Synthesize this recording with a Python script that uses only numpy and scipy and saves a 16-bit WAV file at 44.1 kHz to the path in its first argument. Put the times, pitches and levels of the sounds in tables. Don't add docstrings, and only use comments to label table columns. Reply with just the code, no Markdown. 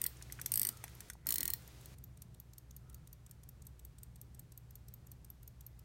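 import sys
import numpy as np
from scipy import signal
from scipy.fft import rfft, irfft
from scipy.io import wavfile
from scipy.ndimage import uniform_filter1d

SR = 44100
rng = np.random.default_rng(int(sys.argv[2]) if len(sys.argv) > 2 else 0)


def waveform_to_disk(signal):
    frames = np.transpose(np.atleast_2d(signal))
    scaled = np.clip(frames, -1, 1) * 32767
    samples = np.round(scaled).astype(np.int16)
    wavfile.write(sys.argv[1], SR, samples)


N = 257544

# t/s, ratchet teeth passed, click level/dB before trim, brightness/dB, finger rub/dB
SHORT_TURN = [(.0162, 0, -34.5, 0, -58.5), (.0638, 2, -32.5, .5, -62)]
STEADY_TURN = [(0.5189, 0, -32, 0.5, -64), (.539, 1, -32, 0.5, -66.5), (.575, 3, -31.3, 2, -58),
               (.6158, 5, -31.5, 1, -63), (0.631, 6, -34, 0, -63), (.689, 9, -34.5, -2.5, -57)]
LAST_TURN = [(1.269, 0, -33, .5, -67), (1.289, 1, -32, 0.15, -58), (1.358, 5, -33.5, -1.7, -63),
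             (1.4064, 7, -34.5, -2.2, -55.5), (1.5025, 11, -34.5, -.5, -60), (1.5356, 12, -32, 1.3, -61)]
# f/Hz, level/dB under first turns, level/dB under last turn, level/dB under escapement, level/dB under bow
WATCH_MODES = [(1000,-23.5,-25,-32.5,-20), (1867,-19.5,-14,-22.5,-1), (2432,-21.5,-22,-23.5,-5),
               (2974,-16,-13.5,-24.5,-13), (3430,-19.5,-14.5,-20,-3), (3804,-15.5,-15.5,-17,-11.5),
               (4260,-19.5,-8.5,-20,-7), (4550,-8.5,-15.5,-14,-27), (5030,-10.5,-17,-22,-11.5),
               (5450,-10.5,-7.5,-13.5,-1), (5910,-8.5,-12,-12,-3), (6450,-21,-9.5,-9.5,0),
               (6900,-13,-6,-9.5,-6.5), (7520,-22,-8.5,-11.5,0), (8165,-2,-5.5,-8,0.5),
               (8550,3.5,-1.5,-15.5,-12), (8760,-0.5,-13,-7,6), (9300,-3,-3,-4.5,-1.5),
               (9770,-6,-5.5,-12.5,-1.5), (10220,-6,-14,-12,-3), (10870,-7,-6,-16,-8),
               (11480,-4,-3,-8.5,-1.5), (11980,-2.5,1,-8,-4), (12330,-10,0,4,-10.5), (12960,0,3.5,3.5,1),
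               (13370,6.5,-8,-3,-7), (14000,-9,-0.5,-5,-4.5), (14680,-7,-4.5,-18,-2.5),
               (14500,-8,-2,-24,-10), (15430,-2.5,3.5,-5,-17)]
# f/Hz, t60/s, gain at resonance/dB before send
WHEEL_MODES = [(4270, 0.045, 0), (8100, 0.05, -6), (12700, 0.041, -11), (12790, 0.046, -11)]
# f/Hz, level/dB
RUB_SPECTRUM = [(80, -30), (180, 7.5), (380, -2), (700, -16), (1400, -10), (1750, -10.5), (2000, 0.5),
                (2250, -7), (2700, -18.5), (6000, -28)]
# t/s, lag/ms, limp/ms (delays ticks, hastens tocks)
BALANCE_DRIFT = [(.35, -5.5, 4.5), (.75, 1, -1), (2.0, .8, 0.6), (2.4, -.7, -0.5), (2.8, -.6, 1.5),
                 (3.28, 3.5, 0), (3.7, -2.8, 0), (4.2, -0.7, 0.2), (4.7, -2.5, 1.1), (5.1, -3, 2.2),
                 (5.66, -4.5, 3.5)]
# t/s, beat level/dB before trim, touch level/dB before trim, brightness/dB
TICKING = [(.22, -52.5, -64, -21), (.8, -57.5, -64, -7), (1.65, -57, -67, -6), (1.9, -51.5, -62, -1),
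           (2.35, -50.5, -64, 0), (2.65, -51.5, -59.5, -2), (3.1, -54, -59.5, -3), (3.7, -53.5, -61.5, -1),
           (4.25, -51.5, -62, 1), (4.8, -52, -59, 1), (5.7, -50.5, -59, 4.5)]
# t/s, level/dB
PING = [(3.4, -19), (3.7, 8), (4.4, 4), (5.3, -20)]
# t/s, level/dB, brightness/dB, body/dB
CLINKS = [(0.323, -44, 5.5, -3.5), (0.4147, -42.5, 6.5, -5.5), (0.4604, -35, 7.5, -6),
          (0.8399, -44, 3.5, 3), (0.8798, -57, -11, 9), (1.0053, -48.5, 3.5, -3), (1.0998, -45.5, -2, -1)]
# t/s, f/Hz, level/dB
SLIPS = [(.054, 1910, -52), (.2125, 1960, -60.5), (.2995, 1980, -57), (0.389, 1710, -54), (.395, 1430, -52),
         (0.8391, 900, -52), (1.101, 1530, -53.5), (1.153, 730, -63), (1.262, 940, -59.5),
         (1.314, 1090, -56.5), (1.485, 2070, -57), (1.491, 1000, -58.5)]
# f/Hz, mean density/dB per Hz
ROOM_TONE = [(20, -97), (38, -89), (52, -79), (63, -72.5), (80, -81.5), (105, -81.5), (145, -80.5),
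             (180, -88.5), (245, -96), (350, -98.5), (600, -105), (1400, -110.3), (3000, -115.8),
             (8000, -119), (15000, -124.2)]
# f/Hz, level/dB about which it wavers
HUM = [(61, -65), (120, -62)]
# peak t/s, level/dB
WHINES = [(.73, -67.5), (2.88, -75.5), (5.84, -81)]
# f/Hz, density/dB per Hz before trim
HISS = [(100, -112), (300, -94), (600, -99.5), (1100, -102.0), (2000, -103.0), (4000, -104.0),
        (6000, -105.1), (9000, -107.9), (12500, -109.7), (14000, -111.1)]
# f/Hz, gain/dB
WALL_COLOUR = [(300, -1.5), (2000, 2.0), (5000, 3.5), (9000, -1), (15000, -0.5)]
RUMBLE_SHARE = [(300, 0), (1200, -20)]

FIRST_GRIP, LAST_GRIP, PALLET, BOW = 1, 2, 3, 4
GRAZE_S = .0012
WINDING_TRIM_DB, TICKING_TRIM_DB, HISS_TRIM_DB = 0.8, -0.85, -0.6
RUB_RISE_DB_PER_S, RUB_FALL_DB_PER_S = 502, 252
RESTING_RUB_DB, LET_GO_S = -73.5, 1.9
FIRST_BEAT_S, BEAT_S = .0437, .18135
TICK_LEAD_S, TOCK_LEAD_S = .056, .0477
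ACCENT_DB_PER_MS = 0.54
TICK_BRIGHT_DB, TOUCH_BRIGHT_DB = 2.5, -5
UPRIGHT_START_S, UPRIGHT_END_S = 2.85, 3.75
IMPULSE_LEAD_S, IMPULSE_PRETRIM_DB = .017, -69
PING_HZ = 8150
WHINE_HZ, WHINE_RISE_DB_PER_S, WHINE_FALL_DB_PER_S = 1326, 170, 65
GATE_OPEN_DB, GATE_HOLD_S, TOP_HZ = -38.5, .405, 15900


def winding():
    first = blows(teeth(SHORT_TURN) + teeth(STEADY_TURN), drive=FIRST_GRIP,
                  ring_t60_s=0.012, crack_db=-0.5, crack_t60_s=0.0091,
                  rebound_db=-5, rebound_s=.0012, scatter_db=5)
    last = blows(teeth(LAST_TURN), drive=LAST_GRIP,
                 ring_t60_s=0.011, crack_db=0.0, crack_t60_s=0.011,
                 rebound_db=-5.0, rebound_s=0.0015, scatter_db=3.5)
    return undb(WINDING_TRIM_DB) * (first + last)


def teeth(turn):
    s, passed, db, bright_db, _ = np.transpose(turn)
    passed = np.round(passed)
    return [[np.interp(tooth, passed, column) for column in (s, db, bright_db)]
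            for tooth in np.arange(passed[-1] + 1)]


def rubbing():
    t = np.arange(N) / SR
    grip = undb(RESTING_RUB_DB + swell(t, 0, LET_GO_S, RUB_RISE_DB_PER_S, RUB_FALL_DB_PER_S))
    for turn in (SHORT_TURN, STEADY_TURN, LAST_TURN):
        envelope_db = swell(t, turn[0][0], turn[-1][0], RUB_RISE_DB_PER_S, RUB_FALL_DB_PER_S)
        grip = np.maximum(grip, undb(follow(turn, t)[-1] + envelope_db))
    struck = rng.random(N) < 1200 / SR
    grains = struck * rng.standard_normal(N) * undb(4.1 * walk(70))
    return unit(colour(grains, RUB_SPECTRUM)) * grip


def escapement():
    touch_rows, beat_rows = swings()
    touches = blows(touch_rows, drive=PALLET, ring_t60_s=0.0046, crack_db=-11.5, crack_t60_s=0.0074,
                    rebound_db=1.0, rebound_s=.0015, scatter_db=6.0)
    beats = blows(beat_rows, drive=PALLET, ring_t60_s=0.017, crack_db=-4.5, crack_t60_s=0.0051,
                  rebound_db=-5.5, rebound_s=.0013, scatter_db=2)
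    ticks = undb(TICKING_TRIM_DB) * (touches + beats)
    ping = colour(ticks, peak(PING_HZ, inner=1.05, outer=1.2))
    return ticks + ping * undb(follow(PING, np.arange(N) / SR)[0])


def swings():
    due = np.arange(FIRST_BEAT_S, N / SR + BEAT_S, BEAT_S)
    side = np.where(np.arange(len(due)) % 2, 1, -1)
    lag_ms, limp_ms = follow(BALANCE_DRIFT, due)
    beat_db, touch_db, bright_db = follow(TICKING, due)
    lands = due + (lag_ms + side * limp_ms) / 1000
    unlocks = lands - np.where(side > 0, TICK_LEAD_S, TOCK_LEAD_S)
    accent_db = side * limp_ms * ACCENT_DB_PER_MS
    touches = np.column_stack([unlocks, touch_db + accent_db, bright_db + TOUCH_BRIGHT_DB])
    touches = touches[unlocks > GRAZE_S]
    impulses = [(s - IMPULSE_LEAD_S, IMPULSE_PRETRIM_DB, 0) for s in lands[side < 0]
                if UPRIGHT_START_S < s < UPRIGHT_END_S]
    beats = np.column_stack([lands, beat_db + accent_db, bright_db + side * TICK_BRIGHT_DB])
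    return [*touches, *impulses], beats[due < N / SR]


def handling():
    clinks = blows(CLINKS, drive=BOW, ring_t60_s=0.0051, crack_db=0.0, crack_t60_s=0.024,
                   rebound_db=-8.5, rebound_s=0.0014, scatter_db=3.0)
    slips, t = np.zeros(N), np.arange(SR // 30) / SR
    for s, hz, db in SLIPS:
        flesh = [(hz / 4, -40), (hz / 2, -15), (hz, 0), (hz * 2, -18), (hz * 4, -55)]
        skin = colour(rng.standard_normal(len(t)), flesh)
        slip = np.sin(2 * np.pi * hz * t) + 1.68 * unit(skin)
        add(slips, s, slip * fade(t, 0.019) * np.minimum(t / 0.00071, 1), db)
    return clinks + slips


def blows(rows, **contact):
    out = np.zeros(N)
    phase = rng.random(len(WATCH_MODES))
    for s, db, bright_db, *body in rows:
        body_db = sum(body)
        tone = [(800, 0), (1600, body_db), (2800, body_db), (4200, 0), (9500, 0), (12000, bright_db)]
        add(out, s - GRAZE_S, colour(click(phase=phase, **contact), tone), db)
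    return out


def click(drive, ring_t60_s, crack_db, crack_t60_s, rebound_db, rebound_s, scatter_db, phase):
    columns = np.transpose(WATCH_MODES)
    hz, db = columns[0], columns[drive]
    t = np.arange(SR // 30) / SR - GRAZE_S
    t60 = ring_t60_s * (9000 / hz[:, None]) ** 0.42
    spectrum = [(300, db[0] - 7.5), *zip(hz, db)]
    # delay/s, force/dB
    contacts = [(-GRAZE_S, -22), (0, 0),
                (rebound_s * rng.uniform(0.622, 1.3), rebound_db),
                (rebound_s * rng.uniform(2.1, 2.6), 2 * rebound_db)]
    out = 0
    for delay, force_db in contacts:
        age = t - delay
        sizes = undb(db + scatter_db * rng.standard_normal(len(hz)))[:, None] / np.sqrt(t60)
        offset = phase + (.16 if delay == 0 else 1) * rng.standard_normal(len(hz))
        waves = np.sin(2 * np.pi * (hz[:, None] * age + offset[:, None]))
        ring = np.sum(sizes * fade(age, t60) * waves, axis=0)
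        crack = colour(rng.standard_normal(len(t)), spectrum) * fade(age, crack_t60_s)
        attack = np.clip(age / 0.0003, 0, 1)
        out = out + undb(force_db) * attack * (unit(ring) + undb(crack_db) * unit(crack))
    return out


def wheels(x):
    t = np.arange(SR // 5) / SR
    ring = 0
    for hz, t60, db in WHEEL_MODES:
        scale = undb(db) * 2 * np.log(1000) / (t60 * SR)
        ring = ring + scale * fade(t, t60) * np.sin(2 * np.pi * hz * t)
    return signal.fftconvolve(x, ring)[:N]


def room(x, tail_db, tail_t60_s, echo_db, echo_s):
    t = np.arange(SR // 2) / SR
    tail = rng.standard_normal(len(t)) * fade(t - .004, tail_t60_s)
    echo = rng.standard_normal(len(t)) * fade(t - echo_s, 0.016)
    response = (undb(tail_db) * unit(tail) + undb(echo_db) * unit(echo)) / np.sqrt(len(t))
    return signal.fftconvolve(x, colour(response, WALL_COLOUR))[:N]


def background():
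    t = np.arange(N) / SR
    hum = 0
    for hz, db in HUM:
        level = undb(db + 2.35 * walk(9)) * np.sqrt(2)
        hum = hum + level * np.sin(2 * np.pi * hz * t + 0.26 * walk(6))
    whine = unit(noise(peak(WHINE_HZ, inner=1.08, outer=1.25)))
    whine = whine * sum(undb(db + swell(t, s, s, WHINE_RISE_DB_PER_S, WHINE_FALL_DB_PER_S))
                        for s, db in WHINES)
    tone = noise(ROOM_TONE)
    rumble = colour(tone, RUMBLE_SHARE)
    air = tone - rumble
    return air + rumble * undb(1.43 * walk(4.9)) + hum + whine


def undb(db):
    return 10 ** (np.asarray(db) / 20)


def unit(x):
    return x / np.sqrt(np.mean(x ** 2))


def colour(x, points):
    hz, db = np.transpose(points)
    f = np.maximum(np.fft.rfftfreq(len(x), 1 / SR), 1)
    gain = undb(np.interp(np.log(f), np.log(hz), db))
    return irfft(rfft(x) * gain, len(x))


def peak(hz, inner, outer):
    return [(hz / outer, -40), (hz / inner, -5), (hz, 0), (hz * inner, -5), (hz * outer, -40)]


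def noise(points):
    return colour(rng.standard_normal(N), points) * np.sqrt(SR / 2)


def walk(rate_hz):
    k = int(SR / rate_hz)
    steps = np.repeat(rng.standard_normal(N // k + 1), k)
    return unit(uniform_filter1d(uniform_filter1d(steps, k), k)[:N])


def fade(t, t60_s):
    return (t >= 0) * np.exp(-np.log(1000) * np.maximum(t, 0) / t60_s)


def swell(t, start_s, end_s, rise_db_per_s, fall_db_per_s):
    return -rise_db_per_s * np.maximum(start_s - t, 0) - fall_db_per_s * np.maximum(t - end_s, 0)


def follow(curve, t):
    s, *columns = np.transpose(curve)
    return [np.interp(t, s, column) for column in columns]


def add(out, s, sound, db):
    i = int(s * SR)
    sound = sound * undb(db) * np.sqrt(SR / 100 / np.sum(sound ** 2))
    out[i:i + len(sound)] += sound[:max(len(out) - i, 0)]


def scene():
    hands = winding() + handling() + rubbing()
    ticks = escapement()
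    hands = hands + undb(-5.0) * wheels(hands)
    ticks = ticks + undb(-5.0) * wheels(ticks)
    walls = room(hands + undb(-2.0) * ticks, tail_db=-17.0, tail_t60_s=0.21, echo_db=-31.0, echo_s=0.014)
    return (hands + ticks + walls + background())[None]


def record(dry):
    loud = uniform_filter1d(dry[0] ** 2, SR // 100) > undb(GATE_OPEN_DB) ** 2
    loud[0] = True
    held = signal.fftconvolve(loud * 1., np.ones(int(GATE_HOLD_S * SR)))[:N] > .5
    gate = uniform_filter1d(held * 1., SR // 100)
    hiss = noise(HISS) * undb(HISS_TRIM_DB) * gate
    low_pass = signal.ellip(8, .2, 70, TOP_HZ, fs=SR, output="sos")
    return signal.sosfilt(low_pass, dry + hiss)


dry = scene()
out = record(dry)
waveform_to_disk(out)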